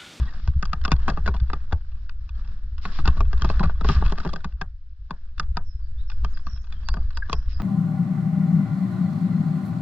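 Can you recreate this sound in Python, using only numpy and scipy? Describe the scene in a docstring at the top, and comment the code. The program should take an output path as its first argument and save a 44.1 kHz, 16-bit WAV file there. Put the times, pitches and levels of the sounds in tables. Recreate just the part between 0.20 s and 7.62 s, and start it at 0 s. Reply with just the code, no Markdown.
"""Stones clack against a mountain bike as it picks its way down a rocky gully; the rider wears two microphones.
Each knock is a jerky burst of noise that rings the bike; pebbles, loose parts and squeaks add small sounds.
The tyres thud as decaying low tones, and crunch and drum as showers of clicks coloured by filters.
Air and shaking rumble underneath as low-filtered clicks.
Towards the end a small bird sings faintly in the trees, as gliding tones with an echo of fading noise."""
import sys
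import numpy as np
from scipy import signal
from scipy.fft import rfft, irfft, next_fast_len
from scipy.io import wavfile
from scipy.ndimage import uniform_filter1d

SR = 44100
rng = np.random.default_rng(int(sys.argv[2]) if len(sys.argv) > 2 else 0)


def unload_wav(signal):
    """Save mono or channel-first audio to the path in sys.argv[1] as 16-bit WAV at rate SR, clipped to [-1, 1]."""
    wavfile.write(
        sys.argv[1],
        SR,
        np.round(np.clip(np.atleast_2d(signal).T, -1, 1) * 32767).astype(np.int16),
    )


N = 327222
TIME = np.arange(N) / SR


# stones knocking the bike: (t/s, clack level/dB, deep body over clack/dB, click over clack/dB,
# contact/ms, f/Hz at which the struck spot answers most)
STONE_KNOCKS = [(0.2748, -43.5, 0, -7, 3.3, 1180), (0.425, -32, -2, -10.5, 3.4, 1235),
                (0.4536, -42.5, -12, -3.5, 1.1, 1295), (0.5311, -28.5, -6.5, -12, 2, 1217),
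                (0.6498, -28, -9.5, -7.5, 2.5, 1160), (0.6792, -36.5, 3.5, -9.5, 1.2, 1050),
                (0.7165, -25.5, 1.5, -6, 3.3, 1107), (0.878, -27.5, 2.5, -13, 9.5, 1140),
                (0.898, -37.5, 2, -5, 3.2, 1337), (0.9713, -36.5, 3.5, -22, 4.9, 1090.0),
                (1.06, -35.5, 0.5, -9, 6.5, 1683), (1.0756, -27.5, -2, -15, 5.7, 920),
                (1.1386, -41, 3.5, -11.5, 8.5, 1032), (1.3004, -39, -4.5, -17, 0.94, 1080),
                (1.3319, -32, -3, -14.5, 2.7, 1008), (1.5222, -34, 5, -12.5, 3.26, 1176),
                (2.652, -33.5, -3, -12, 2.9, 706), (2.7854, -37.5, 0, -15, 4.9, 1017),
                (2.8511, -33.5, 0, -7.5, 8.5, 816), (2.8745, -28.5, 0.5, -6.5, 4.55, 1148),
                (2.968, -45, 8, -8.5, 9.5, 1140), (3.0046, -32.5, 1, -13, 4.1, 1210),
                (3.1301, -39, 3.5, -11, 2.5, 1140), (3.22, -33.5, -3.5, -5, 1.4, 1290),
                (3.2437, -32.5, 6, -10.5, 5.9, 1040), (3.2989, -33, 3.5, -12.5, 2.2, 937),
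                (3.3955, -34, -14.5, -10, 0.97, 1200), (3.4012, -37.5, 9, -15, 7.8, 903),
                (3.4294, -30.5, 5.5, -12.5, 10, 1236), (3.4946, -38.5, -2.5, -46, 5.4, 1290),
                (3.609, -38, 4, -11.5, 3.1, 1270), (3.645, -34, 5.5, -13, 4.2, 1170),
                (3.6875, -27, 0, -10, 3, 1150), (3.696, -35, 11, -16.5, 8.3, 1070),
                (3.8222, -36, 5, -35, 4.6, 975), (3.922, -38, 7.5, -8, 1.7, 1200),
                (3.9768, -37.5, -5.5, -10, 3.5, 1250), (4, -40.5, -1.5, -8.5, 5, 1280),
                (4.0495, -41.5, 9.5, -9.5, 1.4, 1000), (4.06, -43.5, 7.5, -17, 4.4, 990),
                (4.0902, -45.5, -1.5, -4, 4.4, 1030), (4.1307, -43.5, 10, -0.5, 3.5, 1055),
                (4.16, -40.5, 0, -6.5, 1.3, 1310), (4.2438, -37.5, 0.5, -9, 2.95, 986),
                (4.4122, -32, -3, -12, 3.6, 1060), (4.9068, -34.5, -0.5, -16, 2.4, 1140),
                (5.1967, -27.5, -10, -9, 1.9, 1324), (5.3694, -30.5, -3, -8.5, 2.44, 1310),
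                (6.044, -36.5, -0.5, -9, 4.7, 1020), (6.2649, -39.5, -3, -12.5, 7.7, 1160),
                (6.687, -35, -21.5, -2.5, 1.07, 1360), (6.74, -40.5, -3, -9, 1.1, 1280),
                (6.769, -43.5, 8.5, -19, 1.4, 940), (6.9717, -38.5, -14, -4, 1.9, 1260),
                (7.096, -36, -0.5, -11.5, 2.7, 1140), (7.128, -28.5, -3, -4.5, 3.1, 910),
                (7.3983, -40.5, 8, -15, 4.2, 957)]


def knocks(rise=0.12, jagged=0.68, tail_db=-17, tail_s=0.019, tail_hz=1150, dense_db=-3,
           scuff_db=-28, scuff_stretch=3, approach_db=-5, spot_db=3, spot_q=4.4, apart=0.34,
           graze_s=0.0069, graze_db=-25.5, restrike_s=0.003, restrike_db=-14):
    """Each stone cracks against the bike, grinds in jerks for a few milliseconds and rings it; a shudder follows."""
    size, lead, blow_end = 6144, 2000, 3100  # samples; the strike begins at lead
    t = (np.arange(size) - lead) / SR
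    f = np.fft.rfftfreq(size, 1 / SR)
    after = np.maximum(t, 0)
    edges_hz = ((135, 600), (600, 2200), (2200, 8000))  # body, clack, click
    bands = [signal.butter(4, edges, "band", fs=SR, output="sos") for edges in edges_hz]
    out = np.zeros((2, N))
    for s, db, weight, click_over, contact_ms, spot_hz in STONE_KNOCKS:
        contact = contact_ms / 1000
        onset = (1 - np.exp(-after / (rise * contact))) ** 2
        strike = onset * np.exp(-after / contact)

        # the stone grazes the bike just before it strikes, and strikes again just after
        early, late = (rng.uniform(0.68, 1.5, 2) * [graze_s, restrike_s] * SR).astype(int)
        graze = undb(graze_db) * np.roll(strike, -early)
        restrike = undb(restrike_db) * np.roll(strike, late)
        force = strike + graze + restrike

        # a stone that grinds longer also drags longer, mostly after the blow
        scuff = undb(scuff_db + approach_db * (t < 0)) * np.exp(-np.abs(t) / (scuff_stretch * contact))
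        catches = np.repeat(rng.standard_normal(size // 32), 32)
        noise = pair(rng.standard_normal((3, size)), apart)
        push = noise * np.exp(jagged * catches) * (force / force.max() + scuff)

        # rubber and plastic soak up the treble, so only the lows shudder on
        shudder = pair(rng.standard_normal((3, size)), apart) * undb(tail_db) * onset * np.exp(-after / tail_s)
        spot = 1 + undb(spot_db) / (1 + 1j * spot_q * (f / spot_hz - spot_hz / (f + 1)))
        ring = bike(f)
        # the shudder spreads to many loose parts, which fill the gaps between the modes
        loose = (ring + undb(dense_db)) / (1 + 1j * f / tail_hz - (f / tail_hz) ** 2) ** 2
        blow = irfft(rfft(push) * ring * spot + rfft(shudder) * loose)

        body, clack, click = (signal.sosfilt(band, blow) for band in bands)
        # the deep body reaches both microphones alike
        for part, part_db in ((body[:1], weight), (clack, 0), (click, click_over)):
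            rms = np.sqrt(np.mean(part[:, lead:blow_end] ** 2))
            add(out, s - lead / SR, undb(db + part_db) * part / rms)
    return out


# what the bike rings with, before each blow scatters it: (f/Hz, width/Hz, level/dB)
BIKE_MODES = [(162.4, 43.5, 10), (402, 41, -6.5), (712, 70, -9.5), (808, 43, -1.5), (936, 70, 2),
              (1160, 108, 10), (1488, 104, 7), (2570, 300, -1.5), (3325, 120, 2), (3926, 290, -3),
              (4515, 160, 1)]


def bike(f, scatter_db=2.5, detune=0.039, crack_db=-18):
    """The bike's answer to one blow: ringing modes, randomly shifted and weighted as for a new spot each time."""
    hz, width, db = np.transpose(BIKE_MODES)[:, :, None]
    f = f + 1  # avoids dividing by zero
    centre = hz * (1 + detune * rng.standard_normal(hz.shape))
    gain = undb(db + scatter_db * rng.standard_normal(hz.shape))
    ring = np.sum(gain / (1 + 1j * (f / centre - centre / f) * centre / width), axis=0)
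    crack = undb(crack_db) / (1 + 1j * f / 1500)
    return (ring + crack) / (1 + 1j * f / 5800 - (f / 5800) ** 2) ** 2


# pebbles flicked lightly against the bike: (t/s, level/dB)
FLICKED_PEBBLES = [(0.613, -55), (0.763, -55), (0.813, -64), (0.934, -56.5), (1.164, -52), (1.199, -52),
                   (1.893, -48.5), (2.091, -54.5), (2.275, -61), (2.58, -53), (3.176, -53), (3.21, -50),
                   (3.289, -46), (3.861, -41.5), (3.895, -49.5), (4.073, -48), (4.204, -57.5), (4.322, -63),
                   (5.179, -50.5), (5.229, -58.5), (5.899, -48.5), (5.916, -51), (6.172, -49.5),
                   (6.374, -60), (6.523, -50), (6.905, -53.5)]


def pebbles(contact_s=0.0018, centre_hz=1800, q=0.75, apart=0.6):
    """A flicked pebble is too light to stir the deep body: only a thin, dry tick."""
    def thin(f):
        return 1 / (1 + 1j * q * (f / centre_hz - centre_hz / f))
    out = np.zeros((2, N))
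    for s, db in FLICKED_PEBBLES:
        add(out, s, undb(db) * tap(contact_s, apart, thin))
    return out


def tap(contact_s, apart, tone):
    """One light touch on the bike: a short noise push rings it, coloured by tone(Hz), at rms 1."""
    t = TIME[:2048]
    f = np.fft.rfftfreq(len(t), 1 / SR)
    push = pair(rng.standard_normal((3, len(t))), apart) * t * np.exp(-t / contact_s)
    return unit(irfft(rfft(push) * bike(f) * tone(f + 1)))


def chatter(rattle_db=2.5, spread_db=4, contact_s=0.0033, crowding=0.85, apart=0.069, dull_hz=1900, count=260):
    """Grit, chain and cables tap the bike dully and at random, harder and more often on rougher ground."""
    def dull(f):
        return 1 / (1 + 1j * f / dull_hz)
    roll = curves(STONY_GROUND)[0]
    stones_passed = np.cumsum(undb(crowding * roll))
    out = np.zeros((2, N))
    for i in np.searchsorted(stones_passed, stones_passed[-1] * rng.random(count)):
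        level_db = roll[i] + rattle_db - spread_db * rng.exponential()
        add(out, i / SR, tap(contact_s, apart, dull) * undb(level_db))
    return out


# the tyres landing: (t/s, level/dB before thud_db, f/Hz)
LANDINGS = [(.005, -12, 58.2), (0.274, -8.5, 60), (0.354, -12, 68), (0.715, -27, 151.6),
            (0.727, -8.5, 61.5), (1.086, -15.5, 64.3), (1.207, -9.5, 54.8), (1.524, -13, 74.2),
            (2.787, -23, 148), (2.872, -9, 59.6), (3.217, -12.5, 60.6), (3.269, -14, 59),
            (3.399, -16.5, 174.5), (3.453, -12, 72.4), (3.686, -14.5, 71), (3.701, -23, 195),
            (3.756, -12, 68.5), (3.798, -33, 183), (3.845, -9.5, 51.2), (4.057, -19.5, 168.6),
            (4.247, -29.5, 187.6), (6.025, -15, 46)]


def thuds(swell_s=0.017, cycles=0.94, thud_db=-1, overtone=2.116, overtone_db=-12):
    """A landing shakes the whole bike for a few cycles; higher thuds and overtones die sooner."""
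    out, t = np.zeros(N), np.arange(SR // 4) / SR
    for s, db, hz in LANDINGS:
        age = t / ((swell_s + cycles / hz) / 2)  # 1 at the strongest moment
        turn = 2 * np.pi * hz * t
        upper = undb(overtone_db) * np.exp((1 - age) / 2) * np.sin(overtone * turn)
        shake = np.sin(turn) + upper
        add(out, s, undb(db + thud_db) * (age * np.exp(1 - age)) ** 2 * shake)
    return out


# short squeaks on the bike: (t/s, level/dB, f/Hz, length/s as a time scale)
RUBBING_PARTS = [(0.076, -45.5, 1850, 0.027), (7.022, -26.5, 1603, 0.013), (7.036, -49.5, 1690, 0.052)]


def squeaks(rough=0.03, fall=0.08):
    """Two parts rub for an instant at a slightly wavering, quickly falling pitch."""
    out, t = np.zeros(N), TIME[:SR // 8]
    for s, db, hz, length in RUBBING_PARTS:
        age = t / length
        waver = rough * walk(per_s=580)[:len(t)]
        pitch = hz * (1 + fall * (0.5 - np.minimum(age, 2)) + waver)
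        swell = 5 * age * np.exp(-3 * age ** 2)
        add(out, s, undb(db) * swell * np.sin(2 * np.pi * np.cumsum(pitch) / SR))
    return out


# how stony the ground under the tyres is: (t/s, level/dB before the settings below)
STONY_GROUND = [(0, -55.5), (0.36, -65.5), (0.8, -60), (1.6, -68), (2.02, -70.5), (2.18, -63.5),
                (2.56, -70.5), (2.68, -54.5), (3.09, -60.5), (3.25, -53), (3.55, -60), (3.7, -46.5),
                (4.05, -57), (4.3, -73), (4.55, -81), (4.78, -80.5), (4.9, -73), (5.57, -74.5), (6.05, -64),
                (7.42, -65.5)]
# colour of gravel cracking under the tread: (f/Hz, level/dB)
CRUNCH_COLOUR = [(1000, -14), (2100, -7), (3350, -7), (4850, -5), (5600, -9), (6300, -22), (7400, -24),
                 (8400, -47.5)]
# colour of larger pebbles shifting: (f/Hz, level/dB)
ROLLING_COLOUR = [(300, -30), (580, -4.5), (900, -9), (1200, -0.5), (1750, 0), (2050, -18), (3000, -29.5)]
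# colour of the drumming tyre casing: (f/Hz, level/dB)
DRUMMING_COLOUR = [(60, -11.5), (110, -4), (170, 4), (280, -12.5), (410, -15.5), (520, -30.5), (800, -48.5),
                   (1600, -60)]


def tyres(crunch_db=-9.5, crunch_growth=0.61, roll_db=2.0, drum_db=6.5, jerky_db=5, apart=1.0):
    """Gravel cracks under the tread in quick jerks, larger pebbles shift and the casing drums."""
    ground, roll = curves(STONY_GROUND)[0], stirred()
    # the stonier the ground, the jerkier the sound
    jerks = jerky_db * (ground - ground.min()) / np.ptp(ground) * walk(per_s=9.3)
    grit = colour(pair(grains(per_s=2600, spread_db=3), apart), CRUNCH_COLOUR)
    shifting = colour(pair(grains(per_s=800, spread_db=3.5), apart), ROLLING_COLOUR)
    casing = colour(grains(per_s=310, spread_db=-2.0)[0], DRUMMING_COLOUR)
    # the crunch grows more slowly than the stoniness
    crunch = ground.max() + crunch_growth * (ground - ground.max())
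    steady = undb(crunch + crunch_db) * grit
    steady = steady + undb(roll + roll_db) * shifting
    steady = steady + undb(roll + drum_db) * casing
    return undb(jerks) * steady + slides() * grit


def stirred(spray_db=-19.5, settle_s=0.028):
    """Level of the moving gravel in dB: the stony ground, plus gravel thrown up by each knock, which settles."""
    power, t = undb(curves(STONY_GROUND)[0]) ** 2, TIME[:SR // 2]
    for s, db, *_ in STONE_KNOCKS:
        spray = undb(db + spray_db) * np.exp(-t / settle_s)
        add(power, s, spray ** 2)
    return 10 * np.log10(power)


# a tyre slides through loose gravel: (t/s, length/s, crunch level/dB)
TYRE_SLIDES = [(0.17, 0.16, -60), (2.612, 0.064, -48), (2.698, 0.13, -48), (3.285, 0.046, -47),
               (3.635, 0.14, -40), (7.277, 0.071, -55)]


def slides():
    """Strength of the extra crunch while a tyre slips: it swells and dies away."""
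    out = np.zeros(N)
    for s, length, db in TYRE_SLIDES:
        add(out, s, undb(db) * np.sin(np.linspace(0, np.pi, int(length * SR))))
    return out


# air and shaking: (t/s, level/dB before rumble_db and the lumps)
SHAKING = [(0, -27.5), (1.0, -21), (1.8, -29.5), (2.55, -28.5), (2.85, -17.5), (3.25, -20), (3.8, -18.5),
           (4.6, -37.5), (5.1, -32.5), (5.3, -22.5), (5.55, -30), (6.05, -21.5), (6.45, -31), (6.8, -21.5),
           (7.0, -27.5), (7.42, -25)]
# colour of the air and shaking: (f/Hz, level/dB)
RUMBLE_COLOUR = [(5, -10), (12, 8.5), (20, -7), (47, -8), (60, -5), (75, -13), (95, -24), (140, -35.5),
                 (260, -68.5), (600, -83.5)]


def rumble(rumble_db=2, lumpy_db=1.0, apart=0.024):
    """Air and shaking press on both microphones nearly alike, in lumps, as strongly as the ride jolts."""
    jolts = grains(per_s=140, spread_db=2.5)
    x = colour(pair(jolts, apart), RUMBLE_COLOUR)
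    # even out the level over an eighth of a second, so that the table sets it
    x = x / np.sqrt(uniform_filter1d(x[0] ** 2, size=SR // 8))
    return x * undb(curves(SHAKING)[0] + rumble_db + lumpy_db * walk(per_s=5.8))


# bird notes: (t/s, length/s, start f/Hz, end f/Hz, level/dB before the settings below)
BIRD_NOTES = [(5.421, 0.11, 5540, 4950, -60), (5.59, 0.083, 4800, 4550, -67.5),
              (5.77, 0.047, 3460, 4270, -59), (5.871, 0.038, 5430, 4670, -55.5),
              (6.078, 0.056, 6750, 5940, -67), (6.133, 0.027, 5120, 4700, -52),
              (6.234, 0.13, 5670, 5100, -52), (6.408, 0.017, 6440, 6160, -62.5),
              (6.49, 0.11, 3090, 3320, -62), (6.64, 0.086, 4576, 4866, -48.5),
              (6.945, 0.024, 5020, 4680, -51.5), (7.085, 0.087, 5780, 4800, -52.5),
              (7.315, 0.042, 5260, 4560, -50.5)]


def bird(waver=0.012, wood_t60_s=0.38, direct_db=-4, bird_db=1):
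    """Thin gliding whistles that swell towards their end, far off and smeared by the trees."""
    song, wobble = np.zeros(N), walk(per_s=250)
    for s, length, start_hz, end_hz, db in BIRD_NOTES:
        u = np.linspace(0, 1, int(length * SR))
        glide = start_hz + (end_hz - start_hz) * u ** 2
        hz = glide * (1 + waver * np.roll(wobble, -int(s * SR))[:len(u)])
        swell = np.sqrt(2 * u * np.abs(np.sin(np.pi * u)))
        add(song, s, undb(db + bird_db) * swell * np.sin(2 * np.pi * np.cumsum(hz) / SR))
    # the echo fades by 60 dB in wood_t60_s
    wood = rng.standard_normal((2, SR)) * np.exp(-np.log(1000) * TIME[:SR] / wood_t60_s)
    echo = signal.fftconvolve(song[None], unit(wood) / np.sqrt(SR), axes=1)[:, :N]
    return undb(direct_db) * song + echo


def undb(db):
    """Decibels to gain."""
    return 10 ** (np.asarray(db) / 20)


def unit(x):
    """Scale to rms 1."""
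    return x / np.sqrt(np.mean(x ** 2))


def curves(table):
    """The columns of a table of (t/s, ..), joined by straight lines over time."""
    s, *columns = np.transpose(table)
    return [np.interp(TIME, s, c) for c in columns]


def along(points, hz):
    """Read (f/Hz, value) points on a log-frequency axis."""
    f, value = np.transpose(points)
    return np.interp(np.log(hz + 1), np.log(f), value)


def shape(x, response):
    """Filter by a function of frequency."""
    size = next_fast_len(N + 8192)
    return irfft(rfft(x, size) * response(np.fft.rfftfreq(size, 1 / SR)), size)[..., :N]


def colour(x, spectrum):
    """Filter x by a table of (f/Hz, level/dB), at rms 1."""
    return unit(shape(x, lambda hz: undb(along(spectrum, hz))))


def add(out, s, sound):
    """Mix a sound in at time s."""
    i = max(int(s * SR), 0)
    out[..., i:i + sound.shape[-1]] += sound[..., :N - i]


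def pair(x, apart):
    """Three unrelated signals to two channels that share the first."""
    return (x[0] + apart * x[1:]) / np.sqrt(1 + apart ** 2)


def grains(per_s, spread_db):
    """Random clicks: a few are much larger than most, or much smaller if spread_db is negative."""
    size = undb(spread_db * np.minimum(rng.exponential(size=(3, N)), 4))
    happens = rng.random((3, N)) < per_s / SR
    return unit(happens * size * rng.choice([-1, 1], (3, N)))


def walk(per_s):
    """A smooth random wander at rms 1, with little movement faster than per_s (Hz)."""
    return unit(shape(rng.standard_normal(N), lambda hz: 1 / (1 + (hz / per_s) ** 4)))


def scene():
    """Knocks, ticks, chatter and thuds of the bike, the ground under its tyres, the air and a bird."""
    on_bike = knocks() + pebbles() + chatter() + thuds() + squeaks()
    return on_bike + tyres() + rumble() + bird()


# level of the left microphone port over the right: (f/Hz, level/dB)
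PORT_TILT = [(300, 0.85), (440, -0.5), (530, 15.5), (640, -5), (760, 13.5), (1000, -2.5), (1420, 5.5),
             (2000, -2), (2450, 4.5), (3550, 5.5), (4300, 1.5), (4900, -18), (6500, 2)]
# phase by which the left port leads the right: (f/Hz, lead/radians)
PORT_PHASE = [(200, 0), (480, 1), (750, .7), (1100, -.3), (2000, -.5), (2300, -2), (2750, -.3), (3700, -.3),
              (4700, -3.8)]


def record(dry, top_hz=8000):
    """Each microphone port colours the sound in its own way; the top is cut."""
    def ports(hz):
        tilt, lead = undb(along(PORT_TILT, hz)), along(PORT_PHASE, hz)
        # the two ports' powers always add up to the same total
        return np.array([tilt, np.exp(-1j * lead)]) * np.sqrt(2 / (1 + tilt ** 2))
    top_cut = signal.ellip(6, 0.3, 26, top_hz, fs=SR, output="sos")
    return signal.sosfilt(top_cut, shape(dry, ports))


dry = scene()
out = record(dry)
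unload_wav(out)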